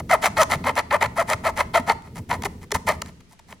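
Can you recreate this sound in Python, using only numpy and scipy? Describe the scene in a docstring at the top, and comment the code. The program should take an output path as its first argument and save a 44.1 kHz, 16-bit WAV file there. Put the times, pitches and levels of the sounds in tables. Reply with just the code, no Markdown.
"""In a workshop, close by, a bare hacksaw blade saws a hand-held plastic housing in quick strokes.
In each stroke the teeth speed up and slow down, ringing the plastic and tearing off chips.
Now and then a tooth snags. The housing rumbles in the gloved hand and thumps as it springs back.
The strokes falter and stop, and the blade slides faintly in the cut."""
import sys
import numpy as np
from scipy import signal
from scipy.fft import rfft, irfft
from scipy.io import wavfile

SR = 44100
rng = np.random.default_rng(int(sys.argv[2]) if len(sys.argv) > 2 else 0)


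def int16_out(signal):
    """Quantize to a 16-bit WAV file."""
    q = np.round(np.clip(np.atleast_2d(signal).T, -1, 1) * 32767)
    wavfile.write(sys.argv[1], SR, q.astype(np.int16))


N = 158760  # 3.6 seconds


def undb(db):
    """Turn decibels into a number to multiply by."""
    return 10 ** (np.asarray(db) / 20)


def unit(x):
    """Scale a signal so its average level (rms) is 1."""
    return x / np.sqrt(np.mean(x ** 2))


def wander(hz):
    """Drift to a new random value hz times a second, with a typical size of 1."""
    return unit(np.interp(np.arange(N) / SR * hz, np.arange(N), rng.standard_normal(N)))


def hump(t, start, top, end):
    """Half a sine wave that rises from start to top and falls to end."""
    return np.abs(np.sin(np.pi * np.interp(t, [start, top, end], [0, .5, 1])))


def pitch_curve(points, size):
    """Join (pitch_hz, value) points into a curve over the spectrum of size samples."""
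    hz, value = np.array(points, float).T
    return np.interp(np.log(np.fft.rfftfreq(size, 1 / SR) + 1), np.log(hz + 1), value)


def colour(x, points):
    """Make some pitches louder and others softer; white noise keeps its overall level."""
    gains = unit(undb(pitch_curve(points, size=16384)))
    cepstrum = irfft(np.log(gains))
    half = len(cepstrum) // 2
    cepstrum[1:half] *= 2  # folded so the filter rings only after a sound, never before
    cepstrum[half + 1:] = 0
    response = irfft(np.exp(rfft(cepstrum)))[:half]
    return signal.fftconvolve(x, response)[:len(x)]


def play_through(drive, level, body):
    """Send a signal through a filter (body) so the result follows the given level."""
    return body(drive * level) / np.std(body(drive))


# Saw strokes: start_s, fastest_s, hardest_s, end_s, top_teeth_hz, buzz_db, rasp_db, hiss_db
STROKES = [ (-.06, -.03, -.025, .014, 600, -14, -17, -29), (.086, .118, .130, .168, 735, -11, -19, -29.5),
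           (.212, .245, .250, .292, 790, -21.5, -18, -29.5), (.356, .395, .402, .450, 665, -13, -19, -28.5),
           (.488, .522, .526, .565, 620, -25, -20, -32), (.635, .677, .678, .722, 570, -20, -21, -35),
           (.751, .783, .788, .816, 595, -22, -19, -33), (.899, .940, .938, .976, 595, -15, -21, -35),
           (1.001, 1.038, 1.032, 1.074, 590, -21, -19, -34),
           (1.152, 1.193, 1.200, 1.238, 690, -17, -25, -35),
           (1.266, 1.314, 1.324, 1.352, 635, -21, -20, -32),
           (1.430, 1.465, 1.466, 1.515, 675, -19, -23, -35),
           (1.556, 1.592, 1.598, 1.638, 590, -23, -19, -33),
           (1.732, 1.760, 1.754, 1.814, 705, -17, -19, -33),
           (1.856, 1.900, 1.902, 1.940, 460, -21, -24, -37),
           (2.030, 2.060, 2.060, 2.105, 400, -56, -50, -58.5),
           (2.146, 2.175, 2.172, 2.208, 500, -45, -37, -42),
           (2.284, 2.320, 2.320, 2.374, 500, -26, -29, -40),
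           (2.443, 2.458, 2.458, 2.472, 420, -25, -22, -31.5),
           (2.605, 2.635, 2.635, 2.658, 450, -66, -46, -52),
           (2.735, 2.750, 2.750, 2.775, 480, -36, -24, -33),
           (2.862, 2.896, 2.893, 2.925, 640, -17, -20, -31.5),
           (2.905, 2.925, 2.925, 2.965, 400, -45.5, -36.5, -46.5),
           (3.035, 3.075, 3.075, 3.120, 400, -59, -49.5, -55.5),
           (3.285, 3.322, 3.322, 3.360, 400, -68.5, -56.5, -57.5),
           (3.470, 3.515, 3.515, 3.556, 450, -58, -47, -53)]

def arm_strokes():
    """Each push of the arm swells and fades the teeth per second and the buzz, rasp and hiss levels."""
    t = np.arange(N) / SR
    edge_speed = .32  # share of top speed at which the teeth start to bite
    teeth_hz, levels = np.zeros(N), np.zeros((3, N))
    for start, fastest, hardest, end, top_hz, buzz_db, rasp_db, hiss_db in STROKES:
        inside = (t > start) & (t < end)
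        speed = hump(t[inside], start, fastest, end) ** 1.25
        teeth_hz[inside] = top_hz * (edge_speed + (1 - edge_speed) * speed)
        push = hump(t[inside], start, hardest, end)
        levels[:, inside] += [undb(buzz_db) * push ** 2.1,
                              undb(rasp_db) * push ** 1.7,
                              undb(hiss_db) * push ** 1.2]
    return teeth_hz, levels


def tooth_phase(teeth_hz, jitter=.025):
    """How far the blade is from one tooth to the next, 0 to 1; it restarts after each pause."""
    teeth_passed = np.cumsum(teeth_hz * (1 + jitter * wander(hz=400))) / SR
    at_last_pause = np.maximum.accumulate(np.where(teeth_hz == 0, teeth_passed, 0))
    return (teeth_passed - at_last_pause) % 1


# Notes the plastic rings at: pitch_hz, width_hz, gain_db
HOUSING_NOTES = [(430, 120, -13), (580, 100, -5), (675, 100, -2), (888, 100, 2), (1030, 140, -0.5),
                 (1160, 130, -3), (1310, 130, -3), (1790, 180, -5), (2080, 170, -3), (2640, 260, -13),
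                 (3090, 250, -14), (4300, 500, -17)]

def housing(x):
    """The plastic rings briefly at its own notes when something shakes it."""
    out = 0
    for k, (hz, width, db) in enumerate(HOUSING_NOTES):
        ring = signal.lfilter(*signal.iirpeak(hz, hz / width, fs=SR), x)
        out = out + (-1) ** k * undb(db) * ring  # every other note is flipped over
    return out


# Tone of the teeth's buzz: pitch_hz, gain_db
BUZZ_TONE = [(100, -16), (300, -6), (600, 2), (1200, -1), (2000, -6), (2700, -10), (3500, -14), (8000, -26)]

def tooth_buzz(phase, bite, level, sharpness=45):
    """Each tooth plucks the plastic, so fast that the plucks blur into a buzz."""
    plucks = np.exp(-sharpness * (1 - np.cos(2 * np.pi * phase))) * bite
    ring = colour(housing(plucks * level), BUZZ_TONE)
    return unit(ring) * np.sqrt(np.mean(level ** 2))


def chips(tearing, scatter_db=2.6):
    """Chips tear off in uneven bursts of noise."""
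    return tearing * rng.standard_normal(N) * undb(scatter_db * wander(hz=1000))


# Tone of the rasp: pitch_hz, gain_db
RASP_TONE = [(100, -5), (300, 1), (600, -1), (1200, -2), (2000, -1.5), (2700, -1), (3500, -3.5),
             (8000, -10), (16000, -22)]

def chip_rasp(tearing, level):
    """Tearing chips shake the housing into a rough rasp."""
    return play_through(chips(tearing), level, lambda x: colour(housing(x), RASP_TONE))


# Tone of the hiss: pitch_hz, gain_db
HISS_TONE = [(200, -12), (1000, -6), (2500, -1), (3500, -3), (4500, -1), (6000, 1), (8500, -1), (11000, 0),
             (13000, -7), (16000, -12)]

def chip_hiss(tearing, level):
    """Tearing chips also give a bright hiss, straight from the cut."""
    return play_through(chips(tearing), level, lambda x: colour(x, HISS_TONE))


def sawing(bite_db=1.8, grip_db=1.6, wide_rasp_db=-14, wide_hiss_db=-12):
    """Each tooth plucks, then tears out chips. 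Gives the main sound and a part for stereo width."""
    teeth_hz, (buzz_level, rasp_level, hiss_level) = arm_strokes()
    phase = tooth_phase(teeth_hz)
    moving = teeth_hz > 0
    burst = np.exp(-phase / .45) * moving  # tearing fades before the next tooth
    burst = unit(burst) * np.sqrt(np.mean(moving)) + ~moving  # average level 1, moving or not
    bite = undb(bite_db * wander(hz=600))  # some teeth bite harder
    grip = undb(grip_db * wander(hz=170))  # the blade chatters
    tearing = bite * grip * burst
    buzz = tooth_buzz(phase, bite, buzz_level)
    rasp, wide_rasp = (chip_rasp(tearing, rasp_level) for _ in range(2))
    hiss, wide_hiss = (chip_hiss(tearing, hiss_level) for _ in range(2))
    return buzz + rasp + hiss, undb(wide_rasp_db) * wide_rasp + undb(wide_hiss_db) * wide_hiss


# Tone of the shuddering housing: pitch_hz, gain_db
RUMBLE_TONE = [(20, -18), (32, -14), (43, -6), (60, -13), (80, 2), (98, -6), (125, -6), (145, -9),
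               (172, -3.5), (205, -8), (238, -6), (310, -16), (450, -16.5), (1000, -52)]
# How hard it shudders: time_s, level_db
RUMBLE_LEVELS = [(0.0, -35), (0.2, -40), (0.59, -33), (0.87, -43), (0.9, -38), (1.96, -38), (2.02, -46),
                 (2.22, -34), (2.26, -47), (2.31, -31), (2.67, -42), (2.69, -50), (2.76, -30), (2.84, -44),
                 (2.87, -32), (3.41, -62), (3.54, -47), (3.6, -62)]

def rumble():
    """The whole housing shudders in the hand while it is being sawn."""
    times, db = np.array(RUMBLE_LEVELS).T
    level = undb(np.interp(np.arange(N) / SR, times, db))
    return unit(colour(rng.standard_normal(N), RUMBLE_TONE)) * level


# Tone of the room's echo: pitch_hz, gain_db
ECHO_TONE = [(100, -4), (400, 0), (650, -1), (1000, -1), (2500, -4), (6000, -1), (10500, -4), (13000, -18)]
# Tone of the room's still air: pitch_hz, gain_db
AIR_TONE = [(30, -4), (120, -7.5), (300, -16), (1000, -23), (2000, -22), (6000, -28), (11000, -36),
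            (13000, -50), (16000, -54)]

def workshop(x, echo_db=-21.5, fade_s=.5, air_db=-57):
    """The room gives a faint echo and a steady hush of air, for one ear."""
    t = np.arange(SR) / SR
    tail = rng.standard_normal(SR) * undb(-60 * t / fade_s) * (1 - np.exp(-t / .008))
    echo = signal.fftconvolve(colour(x, ECHO_TONE), tail / np.linalg.norm(tail))[:N]
    air = colour(rng.standard_normal(N), AIR_TONE)
    return undb(echo_db) * echo + undb(air_db) * air


# Teeth that catch: time_s, half_length_s, knock_db, crack_db
SNAGS = [ (.097, .002, -21, -37), (.114, .002, -18, -24.5), (.258, .001, -22, -15), (.264, .002, -27, -20),
         (.372, .003, -20, -38), (.418, .002, -32, -17.5), (.424, .002, -19, -25), (.433, .002, -24, -18),
         (.520, .001, -15, -23), (.535, .002, -16, -36), (.557, .001, -36, -37), (.642, .002, -26, -46),
         (.755, .001, -34, -32), (.778, .002, -18, -30), (.793, .002, -15.5, -30), (.911, .003, -19, -44),
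         (1.012, .002, -19, -36), (1.026, .001, -18.5, -18.5), (1.061, .002, -23.5, -40),
         (1.300, .002, -19.5, -33), (1.334, .002, -15, -26), (1.607, .002, -20, -33),
         (1.745, .003, -17, -51), (1.898, .003, -11, -27), (1.920, .002, -24.5, -33.5),
         (2.023, .0005, -56, -43.5), (2.313, .003, -18, -38), (2.340, .003, -27, -38.5),
         (2.423, .0015, -29, -31), (2.437, .0015, -23.5, -29.5), (2.456, .002, -22, -29),
         (2.708, .001, -34, -40), (2.720, .002, -17, -19), (3.020, .0015, -24, -23),
         (3.061, .001, -41, -40), (3.090, .001, -42.5, -51), (3.208, .003, -52, -53.5),
         (3.395, .003, -48, -48.5), (3.526, .001, -31.5, -43)]
# Tone of the crack: pitch_hz, gain_db
CRACK_TONE = [(200, -13.5), (1000, -0.5), (2200, 6.5), (3500, -0.5), (6500, 2), (8500, -4), (11000, -4.5),
              (13000, -11.5), (16000, -15)]

def snags():
    """A tooth catches and breaks free: a short crack and a knock in the housing."""
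    t = np.arange(N) / SR
    knock_level, crack_level = np.zeros((2, N))
    for time_s, half_length_s, knock_db, crack_db in SNAGS:
        burst = np.exp(-.5 * ((t - time_s) / half_length_s) ** 2)
        knock_level += undb(knock_db) * burst
        crack_level += undb(crack_db) * burst
    knocks = play_through(rng.standard_normal(N), knock_level, housing)
    cracks = play_through(rng.standard_normal(N), crack_level, lambda x: colour(x, CRACK_TONE))
    return knocks + cracks


# Thumps of the housing: start_s, pitch_hz, gain_db
THUMPS = [(.283, 200, -28), (.556, 150, -24), (.648, 250, -26), (1.064, 112, -25), (1.345, 105, -24),
          (1.795, 245, -24), (2.19, 105, -28), (2.452, 400, -25), (2.722, 410, -24), (2.748, 78, -24),
          (3.07, 215, -34)]

def thumps(rise_s=.004, decay_s=.012):
    """The housing springs back with a short, low wobble as the blade lets go."""
    out = np.zeros(N)
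    for start_s, pitch_hz, gain_db in THUMPS:
        age = np.maximum(np.arange(N) / SR - start_s, 0)
        swell = 2 * (1 - np.exp(-age / rise_s)) * np.exp(-age / decay_s)
        out += undb(gain_db) * swell * np.sin(2 * np.pi * pitch_hz * age)
    return out


# How much louder the saw is on the left: pitch_hz, gain_db
LEFT_LOUDER = [(150, 0), (400, 1.2), (700, 1.6), (1300, 2), (2300, 0), (15000, 0)]
# How far its wave is ahead on the left: pitch_hz, phase_radians
LEFT_AHEAD = [(150, 0), (1460, -.2), (2070, .1), (2350, -.3), (2760, 2.3), (3150, .2), (5080, -.2),
              (5600, -1.1), (12000, -1.4), (15000, -1.7)]

def scene():
    """The saw reaches left and right a little differently; rumble, thumps and the room join it."""
    saw, wide = sawing()
    saw = saw + snags()
    sides = np.array([[1], [-1]])  # left, right
    balance = undb(sides * pitch_curve(LEFT_LOUDER, N) / 2)
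    shift = np.exp(.5j * sides * pitch_curve(LEFT_AHEAD, N))
    direct = irfft(rfft(saw) * balance * shift, N) + sides * wide
    return direct + rumble() + thumps() + np.array([workshop(saw), workshop(saw)])


def record(dry):
    """Cut away the very highest treble."""
    top_hz = 16300
    return signal.sosfilt(signal.ellip(8, .2, 70, top_hz, fs=SR, output="sos"), dry)


dry = scene()
out = record(dry)
int16_out(out)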